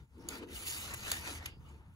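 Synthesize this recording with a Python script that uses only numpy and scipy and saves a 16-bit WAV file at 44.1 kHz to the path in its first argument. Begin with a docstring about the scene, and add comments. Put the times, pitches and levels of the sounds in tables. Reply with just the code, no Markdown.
"""On a desk in a quiet room, a hand slides a thin plastic disc tray into a laptop near a two-port microphone.
Friction on the rails is shaped noise that partly excites the tray's decaying modes, with brief squeaks.
Catches snap as short noise bursts; the tray body and a rustle are noise through broad resonances.
Behind them lie a low rumble of room and desk, which swells slowly, and a faint steady hiss."""
import sys
import numpy as np
from scipy import signal
from scipy.fft import rfft, irfft
from scipy.io import wavfile
from scipy.ndimage import uniform_filter1d

SR = 44100
rng = np.random.default_rng(int(sys.argv[2]) if len(sys.argv) > 2 else 0)


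def digitize_waveform(pressure):
    """Quantize a signal to 16-bit integers and store it at the path in sys.argv[1].

    Rows of a 2-D input are taken as channels; values are limited to [-1, 1].
    """
    field = np.atleast_2d(pressure).T
    bounded = np.clip(field, -1, 1)
    quanta = np.round(bounded * 32767).astype(np.int16)
    wavfile.write(sys.argv[1], SR, quanta)


N = 85995  # samples


def amp(db):
    """Level definition: amplitude ratio of a level in dB."""
    return 10 ** (np.asarray(db) / 20)


def evened(x):
    """Normalisation: scales a signal to unit RMS."""
    return x / np.sqrt(np.mean(x ** 2) + 1e-20)


def noise(*shape):
    """Gaussian white noise: equal mean power at all frequencies."""
    return rng.standard_normal(shape)


def read(points, hz):
    """Logarithmic pitch scale: interpolates (f/Hz, value) points along log frequency."""
    f, value = np.transpose(points)
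    return np.interp(np.log(hz + 1), np.log(f + 1), value)


def curve(table, t, column=1):
    """Envelope: interpolates one table column linearly in time."""
    return np.interp(t, [row[0] for row in table], [row[column] for row in table])


def coloured(x, db_of_hz):
    """Linear filtering: multiplies the whole spectrum by a gain in dB."""
    hz = np.fft.rfftfreq(x.shape[-1], 1 / SR)
    return irfft(rfft(x) * amp(db_of_hz(hz)), x.shape[-1])


def smoothed_field(shape, bins, frames):
    """Correlated randomness: averages noise over STFT bins and frames."""
    across_pitch = uniform_filter1d(noise(*shape), size=bins, axis=0)
    return evened(uniform_filter1d(across_pitch, size=frames, axis=1))


# modes of the free tray: f/Hz, relative level/dB, t60/s
TRAY_MODES = [(950, -10.5, 0.013), (1416, -6, 0.039), (2050, -41, 0.0045), (2780, 18, 0.0028),
              (3050, 8, 0.034), (3720, -6, 0.024), (4800, 6.5, 0.026), (7300, -44, 0.0024),
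              (8020, 3, 0.0079), (8100, -23, 0.0098), (10180, 8.5, 0.025), (11350, 8.5, 0.01),
              (12200, 4, 0.04), (15500, -6, 0.0083)]


def ring(held):
    """Modal superposition: damped sines answer one tap; held is the share of the free decay time."""
    t = np.arange(2000) / SR
    out = 0
    for hz, db, t60 in TRAY_MODES:
        out = out + amp(db - 60 * t / (t60 * held)) * np.sin(2 * np.pi * hz * t)
    return out / np.linalg.norm(out)


# scraping on the rails: t/s, level/dB, brightness/(dB per octave)
SCRAPE_COURSE = [(0, -68.5, -3.5), (.035, -78, 0.5), (.07, -86, 2.5), (.17, -75.5, 1.5), (.21, -69.5, 3.5),
                 (.28, -63.5, -3.5), (.30, -50.5, 0), (.342, -47, -1.5), (.385, -52.5, -0.5),
                 (.41, -61, -5), (.434, -55.5, -5), (.465, -70.5, -1.5), (.50, -56, -1.5), (.564, -47.5, 3),
                 (.65, -48, 2.5), (.675, -38.5, 4), (.70, -41.5, 3.5), (.744, -43.5, 3), (.77, -44.5, 2.5),
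                 (.83, -44.5, 3), (.912, -47, -1), (.942, -46, -2.5), (.965, -51, 1.5), (1.036, -48, 0),
                 (1.064, -43, -0.5), (1.134, -39.5, 1), (1.226, -49.5, 0.5), (1.276, -42, -1),
                 (1.346, -48.5, 1), (1.385, -51, -1), (1.41, -59, -5), (1.45, -54.5, -3.5), (1.48, -54, -2),
                 (1.53, -73.5, -5.5), (1.59, -80, 2.5), (1.69, -65.5, -1), (1.80, -76, -1),
                 (1.82, -82.5, 1), (1.95, -81.5, 4)]
# spectrum of the rubbing: f/Hz, relative level per Hz/dB
SCRAPE_SPECTRUM = [(200, -8), (600, -6.5), (1000, -7.5), (2000, 0.5), (3500, -1.5), (5500, -7), (7500, -4),
                   (10000, -9), (13000, -11), (15500, -11)]
GRIT_PER_S, GRIT_SPREAD_DB = 5000, 3.5
GRIT_SHARE, RING_DB = 0.47, -12  # power share of grit in the drive; level of the modal ringing
PATCH_DB, STREAK_DB, FLICKER_DB = 1.5, 3, 0.89  # RMS level fluctuations
PIVOT_HZ, TILT_FROM_HZ = 4270, 1150  # zero of the brightness tilt; the tilt is flat below TILT_FROM_HZ


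def scrape():
    """Friction excitation: random grit and smooth noise drive the tray's modes, in drifting patches."""
    grains = rng.random(N) < GRIT_PER_S / SR
    grain_db = GRIT_SPREAD_DB * np.minimum(rng.exponential(1, N), 3)
    grit = noise(2, N) * amp(grain_db) * grains
    drive = np.sqrt(GRIT_SHARE) * evened(grit) + np.sqrt(1 - GRIT_SHARE) * noise(2, N)
    rubbing = evened(coloured(drive, lambda f: read(SCRAPE_SPECTRUM, f)))
    ringing = signal.oaconvolve(drive, ring(1)[None])[:, :N]
    x = evened(rubbing + amp(RING_DB) * ringing)

    hz, t, z = signal.stft(x, SR, nperseg=512, noverlap=448)
    patches = smoothed_field(z.shape[1:], bins=10, frames=30)
    streaks = smoothed_field(z.shape[1:], bins=2, frames=40)  # thin brief whistles
    flicker = evened(uniform_filter1d(noise(len(t)), size=5))
    octaves = np.log2(np.maximum(hz[:, None], TILT_FROM_HZ) / PIVOT_HZ)
    gain_db = curve(SCRAPE_COURSE, t) + octaves * curve(SCRAPE_COURSE, t, column=2)
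    gain_db = gain_db + PATCH_DB * patches + STREAK_DB * streaks + FLICKER_DB * flicker
    return signal.istft(z * amp(gain_db), SR, nperseg=512, noverlap=448)[1][:, :N]


# catches snapping: t/s, level/dB, rattle length/s, brightness/(dB per octave), peak f/Hz, low edge f/Hz
CATCHES = [(0.287, -29, 0.00089, 2.5, 6900, 2500), (0.2904, -40.5, 0.0022, -1.5, 3900, 2500),
           (0.426, -56.5, 0.0049, -8, 2400, 900), (0.938, -39, 0.0098, 4.5, 7630, 900),
           (1.1161, -22.5, 0.0027, 2, 7240, 890), (1.4583, -35.5, 0.0021, 0, 3170, 885),
           (1.461, -40, 0.0032, -0.5, 2520, 1600)]
HELD = .22  # share of the free ring time
RISE_S, FALL_T60_S, DESK_T60_S = 0.0004, 0.011, 0.11
SNAP_RING_DB, DESK_DB = -2.5, -21.5
SAG_DB = 4.5  # the rattle weakens by this over its length
PEAK_DB, PEAK_WIDTH_HZ = 10, 1100


def clicks():
    """Impact excitation: each snap is a short rattle ringing the held tray, with a faint tail off the desk."""
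    out, t = np.zeros((2, N + SR)), np.arange(6000) / SR
    for start, level_db, length, bright_db, peak_hz, low_hz in CATCHES:
        def tone(f):
            tilt = bright_db * np.log2((f + 200) / PIVOT_HZ)
            low_cut = -20 * np.log10(1 + (low_hz / (f + 1)) ** 3)
            peak = PEAK_DB / (1 + (2 * (f - peak_hz) / PEAK_WIDTH_HZ) ** 2)
            return tilt + low_cut + peak

        progress = np.minimum(t / length, 1)
        fall_db = -SAG_DB * progress - 60 * np.maximum(t - length, 0) / FALL_T60_S
        direct = np.minimum(t / RISE_S, 1) * amp(fall_db)
        desk_tail = amp(DESK_DB - 60 * t / DESK_T60_S) * progress
        rattle = noise(2, len(t)) * amp(0.63 * noise(len(t)))  # dB spread between samples
        rattle = evened(coloured(rattle, tone)) * (direct + desk_tail)
        ringing = signal.fftconvolve(rattle, ring(HELD)[None])[:, :len(t)]
        first = round(start * SR)
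        out[:, first:first + len(t)] += amp(level_db) * (rattle + amp(SNAP_RING_DB) * ringing)
    return out[:, :N]


# fuzzy tones in the scraping and after the snaps: t/s, length/s, f/Hz, width/Hz, level/dB
SQUEAK_TONES = [(0.19, 0.12, 5430, 900, -76.5), (.288, 0.0041, 6700, 700, -39),
                (0.31, 0.066, 1400, 200, -57), (.412, .05, 290, 60, -50), (.416, .045, 455, 70, -53),
                (.552, .06, 2880, 220, -54), (0.606, 0.069, 10100, 300, -56), (.665, .035, 3000, 250, -59),
                (.67, 0.038, 8600, 150, -65), (0.715, .05, 4680, 300, -57), (0.77, 0.044, 2660, 170, -61),
                (1.116, .007, 4700, 600, -39), (1.117, 0.0136, 680, 180, -48),
                (1.261, 0.067, 970, 150, -61), (1.46, 0.0106, 5100, 500, -55),
                (1.457, 0.0076, 6400, 500, -51), (1.46, 0.12, 2900, 900, -61.5),
                (1.467, .16, 4790, 450, -74.5), (1.648, .1, 2950, 300, -73), (1.64, 0.11, 1220, 250, -72.5)]
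SQUEAK_RISE, SQUEAK_FADE_DB = .15, -16  # rise as share of the length; fade over the length


def squeaks():
    """Narrow-band noise: a fuzzy pitch that starts quickly and fades."""
    out = np.zeros((2, N))
    for start, length, hz, width, level_db in SQUEAK_TONES:
        u = np.arange(round(length * SR)) / (length * SR)  # share of the length elapsed
        tone = coloured(noise(2, len(u)), lambda f: -20 * np.log10(1 + (2 * (f - hz) / width) ** 2))
        shape = np.minimum(u / SQUEAK_RISE, 1) * amp(SQUEAK_FADE_DB * u) * (1 - u ** 4)
        first = round(start * SR)
        out[:, first:first + len(u)] += [amp(level_db) * evened(port * shape) for port in tone]
    return out


LUMPS_DB = 1.2  # RMS level fluctuation


def hollow(level, resonances):
    """Resonant filtering: noise of lumpy level passes a few parallel bands whose powers add."""
    def bands(f):
        power = 0
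        for hz, width, db in resonances:
            power = power + amp(2 * db) / (1 + (2 * (f - hz) / width) ** 2) ** 2
        return 10 * np.log10(power)

    lumps = evened(uniform_filter1d(uniform_filter1d(noise(N), size=500), size=500))
    x = evened(coloured(noise(2, N), bands))
    return x * amp(curve(level, np.arange(N) / SR) + LUMPS_DB * lumps)


# hollow rubbing of the tray body: t/s, level/dB
BODY_COURSE = [(0.0, -74), (0.032, -68), (0.07, -92), (0.206, -50), (0.228, -63), (0.254, -52),
               (0.39, -49.5), (0.434, -51), (0.456, -54.5), (0.532, -52.5), (0.586, -66.5), (0.8, -65.5),
               (0.928, -58.5), (1.032, -72), (1.07, -55), (1.238, -61), (1.314, -51), (1.346, -60),
               (1.606, -68), (1.802, -64.5), (1.84, -83), (1.916, -81.5), (1.95, -93)]
# its resonances: f/Hz, width/Hz, relative level/dB
BODY_RESONANCES = [(238, 41, 2), (280, 82, 2.5), (343, 66, 4), (456.6, 115, -1.5)]


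def body():
    """Body resonance: rubbing noise is coloured by the low resonances of the tray body."""
    return hollow(BODY_COURSE, BODY_RESONANCES)


# low-mid rustle: t/s, level/dB
RUSTLE_COURSE = [(0.0, -68), (0.076, -83), (0.238, -61), (0.368, -58), (0.456, -67.5), (0.678, -62),
                 (0.846, -60.5), (1.134, -65.5), (1.248, -55), (1.33, -57), (1.454, -74.5), (1.71, -67),
                 (1.95, -72.5)]
# its bands: f/Hz, width/Hz, relative level/dB
RUSTLE_RESONANCES = [(498, 130, -8.5), (911, 128, 4.5), (1170, 1500, -2.5), (1397, 33, 1),
                     (2600, 2300, -13.5)]


def rustle():
    """Band-limited noise: narrow and broad bands combine into a rustle."""
    return hollow(RUSTLE_COURSE, RUSTLE_RESONANCES)


# low rumble of room and desk: t/s, level/dB
RUMBLE_COURSE = [(0.0, -53.5), (0.032, -52.5), (0.07, -68), (0.216, -51.5), (0.488, -58), (0.526, -52),
                 (0.694, -54), (0.884, -52), (1.688, -52), (1.824, -57.5), (1.89, -53.5), (1.95, -55.5)]
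# its spectrum: f/Hz, relative level per Hz/dB
RUMBLE_SPECTRUM = [(20, -29), (40, -9), (55, -0.5), (78, 4), (105, -3), (165, -8.5), (210, -13.5),
                   (330, -27), (500, -40), (1800, -54.5)]
# spectrum of the hiss: f/Hz, relative level per Hz/dB
HISS_SPECTRUM = [(500, 4), (2000, 8), (4000, -11), (8000, -1), (15000, -3)]
HISS_DB = -87.5


def room():
    """Stationary noise floor: steady hiss, under a low rumble with a slowly varying envelope."""
    rumble = evened(coloured(noise(2, N), lambda f: read(RUMBLE_SPECTRUM, f)))
    hiss = evened(coloured(noise(2, N), lambda f: read(HISS_SPECTRUM, f)))
    return rumble * amp(curve(RUMBLE_COURSE, np.arange(N) / SR)) + amp(HISS_DB) * hiss


def scene():
    """Superposition: the pressures of all sources add."""
    return scrape() + clicks() + squeaks() + body() + rustle() + room()


# likeness of the two ports: f/Hz, coherence/(0-1)
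PORT_LIKENESS = [(60, .9), (300, .95), (600, .6), (1200, .55), (1900, .62), (2700, .68), (4000, .5),
                 (5300, .45), (6200, .7), (7200, .9), (8000, .999), (16000, .999)]
# phase by which the left port leads: f/Hz, phase/rad
PORT_LEAD = [(60, 0), (1250, .2), (1600, 2.3), (1900, 2.8), (3150, 3.1), (3500, 4.5), (4500, 6.1),
             (6300, 6.6), (7300, 4.25)]
# left minus right: f/Hz, level difference/dB
PORT_TILT = [(60, 1), (200, 1), (380, 1.5), (750, 7), (1290, 3), (2400, 0), (4400, -1.5), (6400, -1),
             (9000, .2), (15000, .3)]
TREBLE_LAG = 8 / SR  # s, the left port lags above the last PORT_LEAD point
EDGE_HZ = 16650
SOFT_EDGE_HZ, SOFT_EDGE_WIDTH_HZ, SOFT_EDGE_DB = 15680, 120, -34


def record(dry):
    """Interport coherence: ports partly alike, shifted in phase, nearly one delayed signal in the treble."""
    hz, (a, b) = np.fft.rfftfreq(N, 1 / SR), rfft(dry)
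    same = read(PORT_LIKENESS, hz)
    treble_lead = 2 * np.pi * (2 - hz * TREBLE_LAG)  # two whole turns keep the phase continuous
    lead = np.where(hz < PORT_LEAD[-1][0], read(PORT_LEAD, hz), treble_lead)
    right = (same * a + np.sqrt(1 - same ** 2) * b) * np.exp(-1j * lead)
    half_tilt = amp(read(PORT_TILT, hz) / 2)
    pair = np.array([a * half_tilt, right / half_tilt])
    soft_edge = amp(SOFT_EDGE_DB * np.clip((hz - SOFT_EDGE_HZ) / SOFT_EDGE_WIDTH_HZ, 0, 1))
    pair = irfft(pair * soft_edge, N)
    band_limit = signal.firwin(511, EDGE_HZ, window=("kaiser", 9), fs=SR)
    return signal.oaconvolve(pair, band_limit[None], "same")


dry = scene()
out = record(dry)
digitize_waveform(out)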